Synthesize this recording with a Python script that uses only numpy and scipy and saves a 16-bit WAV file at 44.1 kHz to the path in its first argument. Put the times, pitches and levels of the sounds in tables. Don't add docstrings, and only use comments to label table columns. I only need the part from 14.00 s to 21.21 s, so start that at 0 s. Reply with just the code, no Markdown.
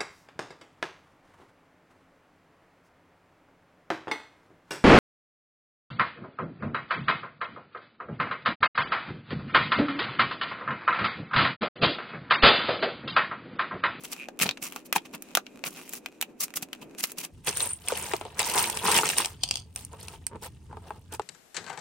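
import sys
import numpy as np
from scipy import signal
from scipy.fft import rfft, irfft
from scipy.io import wavfile

SR = 44100
rng = np.random.default_rng(int(sys.argv[2]) if len(sys.argv) > 2 else 0)


def put_to_file(sound):
    columns = np.atleast_2d(sound).T
    safe = np.clip(columns, -1, 1)
    whole_steps = np.round(safe * 32767)
    wavfile.write(sys.argv[1], SR, whole_steps.astype(np.int16))


N = 318137
TIME = np.arange(N) / SR


def undb(db):
    return 10 ** (np.asarray(db) / 20)


def unit(x):
    return x / np.sqrt(np.mean(x ** 2))


def add(out, start_s, x):
    i = max(int(start_s * SR), 0)
    out[:, i:i + x.shape[1]] += x[:, :max(N - i, 0)]


# lower edge f/Hz, upper edge f/Hz
REGISTERS = [(130, 1500), (1500, 6000), (6000, 17000)]
SPLIT = [signal.butter(3, edges, "band", fs=SR, output="sos") for edges in REGISTERS]


def registers(x):
    return [signal.sosfilt(sos, x) for sos in SPLIT]


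def resonate(x, modes):
    out = 0
    for hz, width_hz, db in modes:
        out = out + undb(db) * signal.lfilter(*signal.iirpeak(hz, hz / width_hz, SR), x)
    return out


def colour(x, points, size=4096):
    hz, db = np.transpose(points)
    bins_hz = np.arange(size // 2 + 1) * SR / size
    log_gain = np.log(undb(np.interp(np.log(bins_hz + 1), np.log(hz), db)))
    cepstrum = irfft(log_gain)[:size // 2]
    cepstrum[1:] *= 2
    response = irfft(np.exp(rfft(cepstrum, size)))
    return signal.fftconvolve(x, response[None], axes=1)[:, :N]


def ports(pair, split_hz=3400, width=0.93):
    side = width * signal.lfilter(*signal.butter(1, split_hz, "high", fs=SR), pair[1])
    return np.array([pair[0] + side, pair[0] - side])


def walk(rate):
    steps = rng.standard_normal(int(N / SR * rate) + 2)
    return np.interp(TIME * rate, np.arange(len(steps)), steps)


EASE_SHARE = 0.16


def swell(start_s, length_s, attack_s, release_s):
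    ease_s = EASE_SHARE * length_s
    before = (start_s - TIME) / (attack_s + ease_s)
    after = (TIME - start_s - length_s) / (release_s + ease_s)
    return undb(-20 * np.clip(np.maximum(before, after), 0, 10))


def movements(rows, attack_s, release_s, body_db, tick_db):
    power = np.zeros((3, N))
    for start_s, length_s, db, bright_db in rows:
        levels_db = [db + body_db - bright_db, db, db + tick_db + bright_db]
        power += np.outer(undb(levels_db) ** 2, swell(start_s, length_s, attack_s, release_s) ** 2)
    return np.sqrt(power)


def blow(modes, levels_db, t60_s, spike, after_db, after_t60_s):
    t = np.arange(SR // 8) / SR
    envelope = undb(-60 * t / t60_s) + undb(after_db - 60 * t / after_t60_s)
    force = rng.standard_normal((2, len(t))) * envelope
    force[0, 0] += spike
    force[1, 2] += spike
    parts = registers(ports(resonate(force, modes)))
    share = np.sqrt(.005 * SR / len(t))
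    return sum(share * undb(db) * unit(part) for db, part in zip(levels_db, parts))


def vary(modes, detune=0.05):
    shifts = rng.standard_normal(len(modes))
    return [(hz * np.exp(detune * shift), width_hz, db) for (hz, width_hz, db), shift in zip(modes, shifts)]


def grains(rate, spread_db, octaves, q, hiss, count):
    total = int(rate * N / SR)
    when, strength, pitch = rng.random((total, 3)).T
    at = (when * N).astype(int)
    size = undb(spread_db * np.minimum(-np.log(1 - strength), 3.5))
    pitch = np.log2(150) + pitch * np.log2(16000 / 150)
    out = np.zeros((2, N))
    for hz in np.geomspace(150, 16000, count):
        weight = size * np.exp(-((np.log2(hz) - pitch) / octaves) ** 2)
        clicks = [np.bincount(at, weight * rng.standard_normal(total), N) for _ in range(2)]
        out += resonate(np.array(clicks), [(hz, hz / q, 0)])
    return unit(out) + hiss * rng.standard_normal((2, N))


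# f/Hz, relative density/dB per Hz
ROOM_EARLY = [(110, -1), (260, 20.5), (520, 9.5), (1590, -12), (2610, -12.5), (3490, -28.5), (9460, -47)]
ROOM_LATE = [(25, -12), (85, 12), (400, -13), (866, -37.5), (9220, -34), (13000, -52.5)]
EARLY_DB, LATE_DB = -52.5, -50
DEEPEN_S = 3.31


def background(sway_db=2):
    late = np.clip((TIME - DEEPEN_S) / 0.017 + .5, 0, 1)
    air = ports(rng.standard_normal((2, N)), split_hz=300, width=.5)
    murmur = undb(EARLY_DB) * np.sqrt(1 - late) * unit(colour(air, ROOM_EARLY))
    rumble = undb(LATE_DB) * np.sqrt(late) * unit(colour(air, ROOM_LATE))
    return undb(sway_db * walk(20)) * (murmur + rumble)


# f/Hz, width/Hz, level/dB
CARD_MODES = [(770, 240, -7.5), (1370, 1300, -2), (2490, 290, 3), (3830, 850, -12.5), (6940, 4100, -6),
              (12900, 7900, -6.5)]


def grip(level_db=-63, swell_db=5, damp_hz=4000, crackles_per_s=35, crackle_db=30):
    crackles = undb(crackle_db) * (rng.random(N) < crackles_per_s / SR)
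    noise = ports(rng.standard_normal((2, N)) * (1 + crackles))
    rubbing = signal.lfilter(*signal.butter(1, damp_hz, fs=SR), noise)
    gain = undb(level_db + swell_db * walk(20)) * (TIME < DEEPEN_S)
    return gain * unit(resonate(rubbing, CARD_MODES))


# start t/s, length t/s, nominal level/dB, brightness/dB
STROKES = [(0.04, 0.014, -44, 4), (0.01, 0.19, -56.5, 1.5), (0.118, 0.015, -41.5, 5.5),
           (0.414, 0.024, -28, 3), (0.452, 0.024, -34.5, -2.5), (0.628, 0.047, -38.5, 4.5),
           (0.7, 0.1, -54.5, 0), (0.857, 0.0072, -52.5, 6.5), (0.955, 0.014, -32, 0),
           (1.055, 0.0036, -45.5, 0), (1.138, 0.014, -38, -1.5), (1.29, 0.059, -63.5, -4.5),
           (1.653, 0.027, -37.5, 4), (1.757, 0.036, -47, 1.5), (1.7, 0.205, -54.5, 2.5),
           (1.926, 0.05, -47, 7), (2.408, 0.032, -35, 9.5), (2.562, 0.0091, -35, 8),
           (2.625, 0.0028, -35, 2), (2.818, 0.014, -47.5, -0.5), (2.985, 0.023, -43.5, 5),
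           (3.034, 0.0089, -30.5, 8.5), (3.06, 0.049, -52.5, 5.5), (3.18, 0.033, -42, 3.5),
           (3.234, 0.018, -39.5, 4)]
# f/Hz, relative density/dB per Hz
CARD_COLOUR = [(90, -13.5), (180, 6), (330, -7), (650, -6.5), (1150, -6), (1700, -16.5), (2650, -6.5),
               (3600, -15), (7000, -28), (15000, -29.5)]
STROKE_ATTACK_S, STROKE_RELEASE_S, STROKE_BODY_DB, STROKE_TICK_DB = 0.0059, 0.013, -4, -1


def scrapes(catch_db=2.0):
    gains = movements(STROKES, STROKE_ATTACK_S, STROKE_RELEASE_S, STROKE_BODY_DB, STROKE_TICK_DB)
    breaking = ports(grains(rate=3500, spread_db=3.4, octaves=1.2, q=7, hiss=.4, count=24))
    fibres = registers(colour(breaking, CARD_COLOUR))
    strokes = sum(gain * unit(part) for gain, part in zip(gains, fibres))
    return undb(catch_db * walk(140)) * strokes


# start t/s, length t/s, mean slip rate/(1/s), panel f/Hz, level/dB
CREAKS = [(0.192, 0.048, 130, 2490, -41), (7.128, 0.009, 330, 1530, -49.5)]


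def creak(jitter=0.22, grit=0.19, attack_s=0.031, release_s=0.031):
    out = 0
    for start_s, length_s, rate, hz, db in CREAKS:
        turns = np.cumsum(rate * (1 + jitter * walk(90))) / SR
        slips = np.diff(np.floor(turns), prepend=0)
        rasp = grit * np.exp(-(turns % 1) / 0.2) * rng.standard_normal((2, N))
        panel = resonate(resonate(slips + rasp, [(hz, hz / 5, 0)]), CARD_MODES)
        out = out + undb(db) * unit(panel) * swell(start_s, length_s, attack_s, release_s)
    return out


# t/s, panel f/Hz, crack level/dB, tick re crack/dB
SNAPS = [(0.286, 770, -40, -10), (0.391, 2580, -33.5, 2.5), (0.3995, 2360, -28.5, -5),
         (0.414, 2720, -23, -8), (0.4314, 2270, -22.5, -12), (0.464, 3840, -29, -17),
         (0.4909, 3280, -20, -18), (0.5108, 3770, -28.5, -16), (0.573, 2440, -39, -27),
         (0.7231, 2320, -39, -2), (0.761, 1140, -35, -2.5), (0.9266, 2020, -21, -2),
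         (0.9611, 900, -20, -8.5), (0.981, 2950, -33, -20), (1.2223, 2500, -45, 8.5),
         (1.3511, 3040, -17, -1.5), (1.372, 1180, -20, -4.5), (1.466, 2690, -39, -17),
         (1.639, 2230, -27, -15), (1.6695, 2600, -34, -6), (1.893, 2980, -48.5, 11),
         (1.935, 1900, -38.5, 7), (2.06, 2700, -30, -9), (2.2126, 3520, -27.5, 3.5),
         (2.2248, 2540, -25.5, -3), (2.539, 2120, -38.5, -4), (2.5707, 2920, -32, 6),
         (2.7305, 2940, -31.5, -7), (3.0391, 2700, -25.5, -18), (3.1186, 2530, -45.5, 10)]
EVEN_PANEL_HZ, BODY_DB_PER_OCTAVE = 1210, 8.5


def snaps(panel_db=5, after_db=-18, after_t60_s=0.07):
    out = np.zeros((2, N))
    for start_s, hz, db, bright_db in SNAPS:
        modes = CARD_MODES + [(hz, hz / 4, panel_db)]
        body_db = db + BODY_DB_PER_OCTAVE * np.log2(EVEN_PANEL_HZ / hz)
        levels_db = [body_db, db, db + bright_db]
        add(out, start_s, blow(modes, levels_db, .016, spike=5, after_db=after_db, after_t60_s=after_t60_s))
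    return out


# start t/s, length t/s, hollow level/dB, thud re hollow/dB
JUDDERS = [(0.44, 0.052, -54.5, 12), (3.479, 0.025, -48.5, 9), (4.472, 0.19, -39, -15),
           (4.552, 0.045, -27.5, -21), (4.842, 0.15, -30, -9), (6.317, 0.047, -49.5, 6.5),
           (6.704, 0.049, -51.5, 1.5)]
# f/Hz, width/Hz, level/dB
HOLLOW_MODE = [(921, 67, 0)]
WALL_MODES = [(172, 130, 0), (412, 63, 0.0069)]
RUB_ATTACK_S, RUB_RELEASE_S = 0.0068, 0.018


def judder(slips_per_s=500, soft_hz=1400):
    slips = ports((rng.random(N) < slips_per_s / SR) * rng.standard_normal((2, N)))
    slips = signal.lfilter(*signal.butter(2, soft_hz, fs=SR), slips)
    hollow = unit(resonate(slips, HOLLOW_MODE))
    wall = unit(resonate(slips, WALL_MODES))
    out = 0
    for start_s, length_s, db, thud_db in JUDDERS:
        gain = undb(db) * swell(start_s, length_s, RUB_ATTACK_S, RUB_RELEASE_S)
        out = out + gain * (hollow + undb(thud_db) * wall)
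    return out


# t/s, panel f/Hz, body level/dB, crack re body/dB
KNOCKS = [(0.456, 850, -38, -15), (3.9213, 507, -21, -11.5), (4.1358, 705, -18.5, -7.5),
          (4.212, 724, -30, -7), (4.2522, 530, -33.5, -8.5), (4.417, 890, -28.5, -1.5),
          (4.695, 860, -31, -16), (4.882, 940, -17.5, -12.5), (5.033, 1140, -20.5, -13),
          (5.2014, 1070, -25, -6.5), (5.935, 940, -42, -18.5), (6.357, 413, -35.5, -16.5),
          (6.728, 900, -38.5, -18), (6.77, 890, -36.5, -16), (6.906, 927, -28.5, -19),
          (7.196, 930, -23, -16)]
# f/Hz, width/Hz, level/dB
BOX_MODES = [(448, 69, 1.5), (665, 70, -6.5), (872, 55, 1.5), (1200, 130, -17), (2500, 940, -6.5),
             (8660, 1700, -5.5)]


def knocks(panel_db=2, tick_db=-9, after_db=-14):
    out = np.zeros((2, N))
    for start_s, hz, body_db, bright_db in KNOCKS:
        modes = BOX_MODES + [(hz, hz / 5, panel_db)]
        crack_db = body_db + bright_db
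        levels_db = [body_db, crack_db, crack_db + tick_db]
        thud = blow(modes, levels_db, .022, spike=11, after_db=after_db, after_t60_s=.06)
        highpass = signal.butter(4, min(hz * .6, 320), "high", fs=SR)
        add(out, start_s, signal.lfilter(*highpass, thud))
    return out


# start t/s, length t/s, nominal level/dB, brightness/dB
TUGS = [(3.472, 0.019, -33, 2.5), (3.57, 0.1, -39.5, 2), (3.88, 0.24, -39, 0.5), (4.23, 0.23, -54.5, -6.5),
        (4.396, 0.016, -31.5, 1.5), (4.46, 0.22, -35, 2.5), (4.545, 0.068, -30.5, 1.5),
        (4.72, 0.21, -40.5, -1), (4.862, 0.14, -27.5, 1.5), (5.05, 0.085, -34.5, 2.5),
        (5.175, 0.05, -33, 1.5), (5.775, 0.016, -48.5, 5)]
TUG_ATTACK_S, TUG_RELEASE_S, TUG_BODY_DB, TUG_TICK_DB = 0.019, 0.076, -3, 2
# start t/s, length t/s, nominal level/dB, brightness/dB
RUBS = [(5.92, 0.046, -58, -5.5), (6.0, 0.15, -53.5, 0.5), (6.425, 0.043, -46.5, 0), (6.83, 0.15, -60, -5),
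        (7.125, 0.024, -40.5, 0)]
RUB_BODY_DB, RUB_TICK_DB = 1, 3
# f/Hz, relative density/dB per Hz
BAG_COLOUR = [(130, -7), (700, -9), (950, -4.5), (1400, -11), (2800, -6), (3800, -11), (7000, -23.5),
              (9200, -16.5), (10600, -21)]
HOLD_DB = -70


def rustle(tug_hollow_db=-7, rub_hollow_db=3, surge_db=2.0):
    crinkle = grains(rate=4500, spread_db=3.4, octaves=.7, q=18, hiss=.2, count=44)
    clatter = grains(rate=520, spread_db=3.3, octaves=.5, q=32, hiss=0, count=40)
    jostle = ports(crinkle + clatter)
    body, crack, tick = map(unit, registers(colour(jostle, BAG_COLOUR)))
    hollow = unit(registers(resonate(jostle, BOX_MODES))[0])
    tugs = movements(TUGS, TUG_ATTACK_S, TUG_RELEASE_S, TUG_BODY_DB, TUG_TICK_DB)
    rubs = movements(RUBS, RUB_ATTACK_S, RUB_RELEASE_S, RUB_BODY_DB, RUB_TICK_DB)
    rubs = np.hypot(rubs, undb(HOLD_DB) * (TIME > DEEPEN_S))
    out = 0
    for gains, hollow_db in ((tugs, tug_hollow_db), (rubs, rub_hollow_db)):
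        parts = unit(body + undb(hollow_db) * hollow), crack, tick
        out = out + sum(gain * part for gain, part in zip(gains, parts))
    return undb(surge_db * walk(60)) * out


# t/s, crack level/dB, tick re crack/dB
CLICKS = [(3.572, -43.5, 21), (3.8848, -26.5, 5.5), (4.3934, -28, 7.5), (4.4985, -30, 3),
          (4.6408, -25.5, -4), (4.6995, -33, 9.5), (4.7725, -28.5, 1), (4.9161, -27, 8), (4.9748, -22, -10),
          (5.0577, -35.5, 5), (5.0899, -25, 2.5), (5.183, -21, 7), (5.258, -28, 3), (5.7605, -35.5, 8),
          (5.8494, -56, 22), (6.083, -37, -1), (6.2669, -34, 10.5)]
# f/Hz, width/Hz, level/dB
BAG_MODES = [(934, 420, 3), (2680, 770, 12.5), (4100, 360, 4.4), (5360, 1900, 8.1), (8610, 900, 18.2),
             (12000, 1900, 3)]
BAG_BODY_DB = -9


def creases():
    out = np.zeros((2, N))
    for start_s, db, bright_db in CLICKS:
        levels_db = [db + BAG_BODY_DB, db, db + bright_db]
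        add(out, start_s, blow(vary(BAG_MODES), levels_db, .012, spike=6, after_db=-20, after_t60_s=.05))
    return out


# start t/s, length t/s, level/dB
SIZZLES = [(3.574, 0.16, -33.5), (5.17, 0.044, -35)]
SIZZLE_HZ, SIZZLE_WIDTH_HZ = 8970, 910


def sizzle(attack_s=.01, release_s=0.017, flutter_db=6):
    slips = ports(rng.standard_normal((2, N))) * undb(flutter_db * walk(150))
    mode = [(SIZZLE_HZ, SIZZLE_WIDTH_HZ, 0)]
    gain = sum(undb(db) * swell(start_s, length_s, attack_s, release_s) for start_s, length_s, db in SIZZLES)
    return gain * unit(resonate(resonate(slips, mode), mode))


# t/s, brick f/Hz, crack level/dB
CLACKS = [(3.6048, 3900, -24.5), (4.4024, 2400, -23.5), (4.5789, 3400, -22.5), (4.5937, 1550, -25),
          (4.987, 2870, -17), (5.1, 2780, -23.5), (5.2472, 3300, -25)]


def clacks(ring_db=20, tick_db=-7):
    out = np.zeros((2, N))
    for start_s, hz, db in CLACKS:
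        modes = vary(BAG_MODES) + [(hz, hz / 10, ring_db)]
        levels_db = [db + BAG_BODY_DB, db, db + tick_db]
        add(out, start_s, blow(modes, levels_db, .012, spike=6, after_db=-20, after_t60_s=.05))
    return out


# t/s, crack level/dB
BOUNCES = [(5.435, -21.5), (5.4378, -22.5), (5.489, -34), (5.5105, -20), (5.5407, -35), (5.5565, -26.5),
           (5.5712, -34.5)]
# f/Hz, width/Hz, level/dB
BRICK_MODES = [(860, 470, -6.5), (3200, 580, -0.5), (4580, 530, 2.5), (6200, 490, -10), (8370, 350, -3.5)]


def bounces(body_db=-17, tick_db=-3):
    out = np.zeros((2, N))
    for start_s, db in BOUNCES:
        levels_db = [db + body_db, db, db + tick_db]
        add(out, start_s, blow(vary(BRICK_MODES), levels_db, .01, spike=7, after_db=-20, after_t60_s=.09))
    return out


SKID_START_S, SKID_LENGTH_S, SKID_DB, SKID_RELEASE_S = 5.44, 0.15, -43, 0.03


def skid(attack_s=0.023):
    chatter = ports(grains(rate=2000, spread_db=2.8, octaves=1.5, q=9, hiss=.45, count=16))
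    gain = undb(SKID_DB) * swell(SKID_START_S, SKID_LENGTH_S, attack_s, SKID_RELEASE_S)
    return gain * unit(resonate(chatter, BRICK_MODES))


def room(x, t60_s=0.08, wet_db=-17, damp_hz=6000):
    t = np.arange(SR // 3) / SR
    tail = rng.standard_normal((2, len(t))) * np.exp(-np.log(1000) * t / t60_s) * (t > .003)
    tail = signal.lfilter(*signal.butter(1, damp_hz, fs=SR), tail)
    echo = signal.fftconvolve(x, unit(tail) / np.sqrt(len(t)), axes=1)[:, :N]
    return x + undb(wet_db) * echo


# f/Hz, level/dB
TREBLE_DIP = [(9600, 0), (10700, -13.5), (12600, -5)]


def scene():
    card = grip() + scrapes() + creak() + snaps()
    plastic = rustle() + creases() + sizzle() + clacks() + bounces() + skid()
    contents = colour(judder() + knocks() + plastic, TREBLE_DIP)
    return room(card + contents) + background()


TOP_HZ = 15800


def record(dry):
    rounded = np.tanh(dry)
    return signal.sosfilt(signal.ellip(8, .2, 70, TOP_HZ, fs=SR, output="sos"), rounded)


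dry = scene()
out = record(dry)
put_to_file(out)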